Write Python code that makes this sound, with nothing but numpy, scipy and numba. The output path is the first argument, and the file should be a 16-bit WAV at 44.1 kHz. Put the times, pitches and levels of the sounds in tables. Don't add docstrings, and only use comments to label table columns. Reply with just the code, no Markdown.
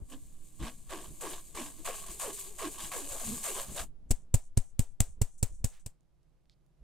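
import sys
import numpy as np
from scipy import signal
from scipy.fft import rfft, irfft, next_fast_len
from scipy.io import wavfile
from scipy.ndimage import uniform_filter1d
from numba import njit

SR = 44100
rng = np.random.default_rng(int(sys.argv[2]) if len(sys.argv) > 2 else 0)


def file_out(sig):
    cols = np.atleast_2d(sig).T
    lim = np.clip(cols, -1, 1)
    pcm = np.round(lim * 32767).astype(np.int16)
    wavfile.write(sys.argv[1], SR, pcm)


def how_loud(loudness_db):
    steps = np.asarray(loudness_db, float) / 20
    return 10 ** steps


N = 301187
PAD = next_fast_len(N + 4096, True)
T = np.arange(N) / SR
F = np.fft.rfftfreq(PAD, 1 / SR) + 1

# start_s, length_s, pressure_db, skin_grip_db, wires_crossed_hz
PUSHES = [
    (0.627, 0.057, -45, 2.5, 329.4),
    (0.897, 0.1, -45, 3, 640),
    (1.21, 0.12, -42, 0, 680),
    (1.551, 0.071, -42, 2.5, 520),
    (1.852, 0.05, -41, -2, 850),
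    (2.198, 0.11, -44, 4, 1000),
    (2.588, 0.089, -43, 2, 740),
    (2.918, 0.089, -44.5, 0, 800),
    (3.434, 0.095, -45.5, 4, 920),
]
# start_s, length_s, pressure_db, skin_grip_db, wires_crossed_hz
DRAGS = [(0.088, 0.035, -67, 21, 284), (0.1, 0.039, -54, 12.5, 289.5), (0.596, 0.025, -53.5, 12.5, 331.7),
         (1.0, 0.053, -53, -3, 350), (1.3, 0.092, -51, -14, 342.7), (1.64, 0.066, -52, -8, 294),
         (1.765, .04, -62, 13, 322.7), (1.93, 0.12, -51, -14, 430), (2.065, .055, -53.5, 0.5, 379.4),
         (2.33, 0.097, -58.5, -10, 388), (2.44, 0.036, -60.5, 4, 395), (2.71, 0.098, -55.5, -11, 382.4),
         (2.785, 0.089, -48.5, -21, 322.5), (3.02, 0.0602, -55, -2, 297.7), (3.09, 0.083, -49.5, 2, 560),
         (3.18, 0.064, -51, 1, 660), (3.245, 0.14, -48.5, 9, 218.8), (3.54, 0.048, -47, 3.5, 400),
         (3.585, 0.039, -47, -15, 540), (3.67, 0.06, -57.5, -1, 640), (3.748, 0.029, -49, 12, 333),
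         (3.764, 0.044, -42, 0.5, 677)]


def level(x):
    return x / np.sqrt(np.mean(x ** 2))


def on_log(table):
    hz, value = np.array(table).T
    return np.interp(np.log(F), np.log(hz), value)


@njit
def svf(x, hz, width):
    y, b, l = np.empty(len(x)), 0., 0.
    for i in range(len(x)):
        g, k = np.tan(np.pi * hz[i] / SR), width[i] / hz[i]
        v = (b + g * (x[i] - l)) / (1 + g * (g + k))
        b, l, y[i] = 2 * v - b, l + 2 * g * v, k * v
    return y


def band(x, hz, width):
    return svf(x, np.full(len(x), 1. * hz), np.full(len(x), 1. * width))


def walk(rate):
    hold = int(SR / rate)
    steps = np.repeat(rng.standard_normal(N // hold + 1), hold)
    return 0.78 * uniform_filter1d(uniform_filter1d(steps, hold), hold)[:N]


def ports(envelope, colour, lo_hz, hi_hz, like=0.95):
    # pitch_hz, likeness (0-1)
    likeness = [(20, 0.1), (300, 0.5), (700, 0.93), (3000, 1), (5000, 0.75), (7500, .52), (16000, 0.25)]
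    # pitch_hz, lead_radians
    lead = [(1500, 0.093), (4500, 0), (7500, 0.99), (10500, 0.84), (14000, .5)]
    gain = how_loud(on_log(colour))
    inside = (F > lo_hz) & (F < hi_hz)
    gain = gain / np.sqrt(np.sum(gain[inside] ** 2) / len(F))
    both, left, right = rfft(envelope * rng.standard_normal((3, N)), PAD) * gain
    alike = np.clip(like * on_log(likeness), 0, 1)
    turn = np.exp(.5j * on_log(lead))
    pair = np.sqrt(alike) * both * np.array([turn, 1 / turn])
    pair = pair + np.sqrt(1 - alike) * np.array([left, right])
    return irfft(pair, PAD)[:, :N]


def grains(per_s, spread_db, tail_ms):
    hit = (rng.random(N) < per_s / SR) * how_loud(spread_db * rng.exponential(size=N))
    return level(signal.lfilter([1], [1, -np.exp(-1000 / (tail_ms * SR))], hit))


def swell(rows, onset_db, swell_s, sag_db_s, release_db_s):
    landing_db_s = 2502
    power = np.full(N, 1e-14)
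    for (s, length, db), sag in zip(rows, np.broadcast_to(sag_db_s, len(rows))):
        u = T - s
        fall = onset_db * np.clip(1 - u / swell_s, 0, 1) + landing_db_s * np.maximum(-u, 0)
        fall = fall + sag * np.clip(u - swell_s, 0, max(length - swell_s, 0))
        fall = fall + release_db_s * np.maximum(u - length, 0)
        on = (fall < 70).nonzero()[0]
        power[on] += how_loud(2 * (db - fall[on]))
    return np.sqrt(power)


def kitchen():
    # pitch_hz, level_db (per Hz)
    room = [(16, -27.5), (28, 1.5), (65, -6), (80, -24), (154, -4), (209, -23), (331, -21), (357, -19.5),
            (386, -25.5), (537, -27), (692, -29), (1730, -40), (12300, -48.5), (16000, -81), (22000, -120)]
    hum_hz = 148
    air = how_loud(-79) * ports(how_loud(1.5 * walk(5)), room, 200, 12000, like=.5)
    hum = level(band(band(rng.standard_normal(N), hum_hz, 26.0), hum_hz, 44.0))
    return air * how_loud(np.array([[-1.5], [1.5]])) + how_loud(-82) * hum * how_loud(np.array([[-1.], [1.]]))


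def handling():
    # start_s, length_s, level_db, knock_db (against the wobble)
    jolts = [(0, 0.016, -30, -12), (0.218, .02, -45, -28), (0.598, .04, -34, -0.5), (0.873, .03, -47, -21),
             (1.07, 0.051, -53, 10.5), (1.52, .04, -53, -22), (2.068, .06, -51.5, 1),
             (2.545, .04, -62, -14), (2.82, .04, -59.5, 12), (3.1, .04, -45.5, -9.5),
             (3.255, .08, -42.5, 7.5), (3.68, .05, -49, 12.5), (3.796, .04, -41.5, -4),
             (4.05, .04, -55, -12.5), (5.067, .04, -42, -21), (5.16, .03, -52, 0), (5.496, .04, -38, -29),
             (5.59, .03, -45, -10), (6.807, .03, -51, -4.5)]
    follows = dict(onset_db=11, swell_s=.02, sag_db_s=110, release_db_s=600)
    fidget = how_loud(-65 + 1.0 * walk(11)) * (T < 4.3)
    low = fidget + swell([(s, n, db) for s, n, db, _ in jolts], **follows)
    high = how_loud(7.5) * fidget + swell([(s, n, db + knock) for s, n, db, knock in jolts], **follows)
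    smooth = int(.012 * SR)
    low = uniform_filter1d(low, smooth)
    high = how_loud(-8.0) * uniform_filter1d(high, smooth)
    out, shared = [], rng.standard_normal((3, N))
    for _ in range(2):
        a, b, c = shared + 0.7 * rng.standard_normal((3, N))
        wobble = level(band(band(a, 43.0, 21.0), 32., 24.0))
        knock = level(band(band(b, 80.0, 140.0), 150.0, 170.0)) * how_loud(1.0 * walk(20))
        sway = level(band(band(c, 6.7, 6.4), 7.4, 6.3)) * np.interp(T, [0, 5.7, 5.95], [1, 1, .02])
        out.append(low * wobble + high * knock + how_loud(-46) * sway)
    return np.array(out)


def motion():
    slowed, slowing_s, slowest_hz = .05, .1, 240
    ring_hz, dip_hz, back_s = 3200, 1250, .09
    hz, patch_hz = np.full(N, DRAGS[0][4] * 1.), np.full(N, ring_hz * 1.)
    for row in sorted(PUSHES + DRAGS):
        start_s, speed_hz, push = row[0], row[4], row in PUSHES
        on = T >= start_s
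        u = T[on] - start_s
        slowing = 1 - push * (1 - slowed) * (1 - np.exp(-u / slowing_s))
        hz[on] = np.maximum(speed_hz * slowing, min(slowest_hz, speed_hz))
        if push:
            patch_hz[on] = ring_hz - dip_hz * np.exp(-(u / back_s) ** 2)
    return uniform_filter1d(hz, size=600), patch_hz


def finger(lag_s):
    hz = np.interp(T - lag_s, T, motion()[0])
    return hz, np.cumsum(hz * (1 + 0.12 * walk(90))) / SR


def loose(t, axis):
    # start_s, push_yield_db, extra_drag_yield_db, fall_between_strokes_db
    loosened = np.array([(0, -3, -1, -70.5), (.2, -1.5, 0, -66), (.55, -7, -3, -63.5), (1.1, -1, 0.5, -58),
                         (1.7, -2.5, 6, -58.5), (2.1, 3, 5.5, -53), (2.35, 1.5, 13.5, -55.5),
                         (2.8, 4, 0.5, -49.5), (3.4, 8.5, -0.5, -47.5), (3.82, 3, -3.5, -52.5)])
    return np.interp(t, loosened[:, 0], loosened[:, axis])


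def contact(follows, rest_db, grip=0, powder=0):
    rows = [(s, n, db + grip * g + powder * loose(s, axis=1)) for s, n, db, g, _ in PUSHES]
    for s, n, db, g, _ in DRAGS:
        rows.append((s, n, db + grip * g + powder * (loose(s, axis=1) + loose(s, axis=2))))
    lift_s, lift_db_s = 3.838, 487
    lifted = how_loud(-lift_db_s * np.maximum(T - lift_s, 0))
    return np.hypot(swell(rows, *follows), how_loud(loose(T, axis=3) + rest_db)) * lifted


def wires(hz, phase):
    follows = (15, 0.037, 60, 400)
    rest_db = -9.5
    second = finger(-0.02)[1]
    buzz = how_loud(4.5 * walk(32)) * (np.sin(2 * np.pi * phase) + .22 * np.sin(4 * np.pi * phase))
    buzz = level(buzz + 0.71 * how_loud(7.0 * walk(35)) * np.sin(2 * np.pi * second))
    buzz = contact(follows, rest_db, grip=1) * buzz * how_loud(np.array([[-1.], [1.]]))
    skin = rng.standard_normal(N) + .5 * rng.standard_normal((2, N))
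    rough = np.array([level(svf(svf(ch, hz * 0.81, hz * 1.8), hz * 1.1, hz * 1.1)) for ch in skin])
    rough = rough * contact(follows, rest_db, grip=.5) * how_loud(3 * walk(30))
    return .75 * buzz + .62 * rough


def scrape(hz, phase):
    # pitch_hz, level_db (per Hz)
    grit = [(470, -26), (800, -15.5), (1100, 3), (1400, -18), (2800, -13.5), (5410, -19), (8330, -16.5),
            (15300, -30.5), (15900, -37.5), (16500, -57)]
    # pitch_hz, width_hz, level_db
    bowl = [(660, 93, 12), (1138, 30, -9), (1627, 150, 4.5), (2970, 150, -9)]
    follows = (4.56, 0.024, 58, 400)
    catch = 1.324 + np.exp(-(phase % 1) / 0.36)
    drag = catch * contact(follows, -14) * how_loud(3.2 * walk(35))
    raw = ports(drag * grains(2000., 2.2, 1.), grit, 900, 5700)
    clumps = np.zeros((2, N))
    for f in (800, 1400, 2300, 3600, 5200):
        clumps += how_loud(5.5 * walk(24)) * np.array([band(ch, f, f * .5) for ch in raw])
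    ring = sum(how_loud(db + 5.0) * np.array([band(ch, f, w) for ch in raw]) for f, w, db in bowl)
    patch_hz = np.clip(motion()[1] * (1 + 0.13 * walk(25)), 900, 6000)
    patch = np.array([svf(ch, patch_hz, 0.3 * patch_hz) for ch in raw]) * how_loud(4.5 * walk(12))
    patch += 0.42 * np.array([svf(ch, 2.6 * hz, 0.3 * hz) for ch in raw])
    mixed = 0.084 * raw + 0.5 * clumps + ring + 1.11 * patch
    return how_loud(-8.5) * mixed * how_loud(np.array([[-.6], [.6]]))


def sift():
    # pitch_hz, level_db (per Hz)
    powder = [(1200, -44.5), (2200, -13.5), (3200, -14), (4300, -11), (5500, -15), (6800, -3), (8200, -1),
              (10700, -7.5), (15100, -13.5), (16100, -32.5), (16500, -46.5)]
    # pitch_hz, level_db (per Hz)
    fines = [(2500, -28.5), (4800, -20.5), (6100, -2.5), (7800, 2), (9600, -2.5), (10800, -13.5),
             (15300, -29.5), (16500, -43.5)]
    # start_s, length_s, level_db, thinning_db_per_s
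    trickle = np.array([(4.097, .008, -64, 32), (4.125, 0.098, -58.5, 153.5), (4.36, .11, -61, 70),
                        (4.598, 0.11, -61, 75), (4.816, 0.11, -60, 140.5), (5.016, 0.12, -54, 112.5),
                        (5.235, 0.12, -63.5, 22), (5.38, .008, -59.5, 24), (5.454, 0.15, -58.5, 91),
                        (5.547, 0.0064, -65, 20), (5.656, 0.11, -53.5, 138), (5.796, .008, -66, 27.5),
                        (5.88, .015, -93, 200)])
    follows = (2, .03, 81, 240)
    flow = grains(12000.0, 1.2, 0.31) * how_loud(2.3 * walk(24.675))
    rubbed = ports(flow * contact(follows, 0, powder=1), powder, 6000, 11000)
    mottle = np.zeros((2, N))
    for hz in (7200, 8600, 11600):
        mottle += how_loud(6.4 * walk(30)) * np.array([band(ch, hz, hz * 0.32) for ch in rubbed])
    falling = swell(trickle[:, :3], onset_db=1, swell_s=.004, sag_db_s=trickle[:, 3], release_db_s=417.5)
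    shaken = how_loud(-1.45) * ports(flow * falling, fines, 6000, 10500)
    return (how_loud(-1.5) * (rubbed + 0.21 * mottle) + shaken) * how_loud(np.array([[.8], [-.8]]))


def taps():
    # start_s, rattle_db, thump_db, bounce_db, push_width_ms
    hits = [
        (4.1073, -17.5, -21.5, -10.5, 6.5),
        (4.3414, -14.5, -24, 2.5, 4.5),
        (4.5728, -18.5, -23, -1, 4.2),
        (4.7929, -16, -23.5, -2, 2.1),
        (5.0037, -13.5, -26, 1.5, 2.95),
        (5.215, -18, -27.5, 3, 4.4),
        (5.4282, -16, -28, 1.5, 3.0),
        (5.6432, -17.5, -28.5, -1, 3.2),
        (5.8615, -30, -44, 0, 3.7),
    ]
    # pitch_hz, level_db (per Hz)
    rattling = [(200, -27.5), (400, -4), (700, -10.5), (1300, -22.5), (2600, -16.5), (3400, -20.5),
                (4400, -15.5), (6100, -12.5), (7840, 0), (10600, -13), (15400, -18.5), (16400, -44.5)]
    # pitch_hz, level_db (per Hz)
    settling = [(200, -23), (400, 0), (700, 3.5), (1500, -8), (3500, -9), (6000, -13), (12000, -25)]
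    out, shake, trail = np.zeros((2, N)), np.zeros(N), np.zeros(N)
    lead_in = 200
    u = T[:SR // 5] - lead_in / SR
    after = np.maximum(u, 0)
    for s, rattle_db, thump_db, bounce_db, width_ms in hits:
        first = int(s * SR) - lead_in
        at = slice(first, first + len(u))
        v = u - (1.7 + .35 * width_ms) / 1000
        push = np.exp(-(v / width_ms * 1000) ** 2) * (1 - np.exp(-after / .001))
        late = np.exp(-((v - .0028) / width_ms * 560) ** 2) * (1 - np.exp(-after / 0.00057))
        w = np.maximum(v, 0)
        bounce = np.cos(2 * np.pi * 106. * w) * np.exp(-(w / 0.0082) ** 1.1) * np.where(v < 0, push, 1)
        suck = -np.exp(-((v - .021) / 0.016) ** 2)
        ripple = np.cos(2 * np.pi * 227.0 * v) * np.exp(-np.abs(v) / 0.0079) * (1 - np.exp(-after / 0.0017))
        left = 0.45 * late + 0.28 * how_loud(bounce_db) * bounce + .25 * ripple + 0.3 * suck
        right = .35 * push + .88 * how_loud(bounce_db) * bounce + .11 * suck
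        out[:, at] += how_loud(thump_db + 12.0) * np.array([left, right])
        burst = np.exp(-((v + 0.0018) / width_ms * 900) ** 2) * (1 - np.exp(-after / 0.00014))
        again = 0.13 * np.exp(-((v - .0095) / 0.0041) ** 2)
        fading = 0.19 * np.exp(-after / 0.021) * (after > 0)
        shake[at] += how_loud(rattle_db - 9.5) * (burst + again + fading)
        trail[at] += how_loud(rattle_db - 35.5) * np.exp(-after / 0.03) * (after > 0)
    rattle = ports(shake * grains(6000, 2, .6), rattling, 3000, 15000)
    return out + rattle * how_loud(np.array([[1.], [-1.]])) + ports(trail, settling, 400, 3200)


def spatula():
    # start_s, level_db, pitch_hz
    ticks = [
        (6.0079, -70, 7540),
        (6.0322, -82, 7500),
        (6.231, -72.5, 6460),
        (6.2956, -77.5, 6960),
        (6.4561, -67.5, 2920),
        (6.497, -52.5, 3750),
        (6.6097, -80, 3380),
        (6.6641, -71, 8000),
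    ]
    out = np.zeros(N)
    swish = level(band(rng.standard_normal(N), 1600.0, 3500.)) * how_loud(2.38 * walk(43))
    out += how_loud(-66.0) * swish * np.exp(-((T - 5.755) / 0.043) ** 2)
    for s, db, hz in ticks:
        snap = rng.standard_normal(400) * np.exp(-T[:400] / 0.00064)
        first = int(s * SR)
        out[first:first + 400] += how_loud(db + 5) * 1.3 * band(band(snap, hz, hz * .9), hz, hz * 1.6)
    brush = level(band(band(rng.standard_normal(N), 4070.0, 2650.0), 4200., 4000.0))
    out += how_loud(-78.0) * brush * np.exp(-((T - 6.522) / 0.021) ** 4)
    return out * how_loud(np.array([[-2.5], [2.5]]))


def scene():
    hz, phase = finger(0)
    return kitchen() + handling() + wires(hz, phase) + scrape(hz, phase) + sift() + taps() + spatula()


def band_limit(x):
    return signal.sosfilt(signal.butter(12, 16800, fs=SR, output="sos"), x)


def record(dry):
    return band_limit(dry)


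dry = scene()
out = record(dry)
file_out(out)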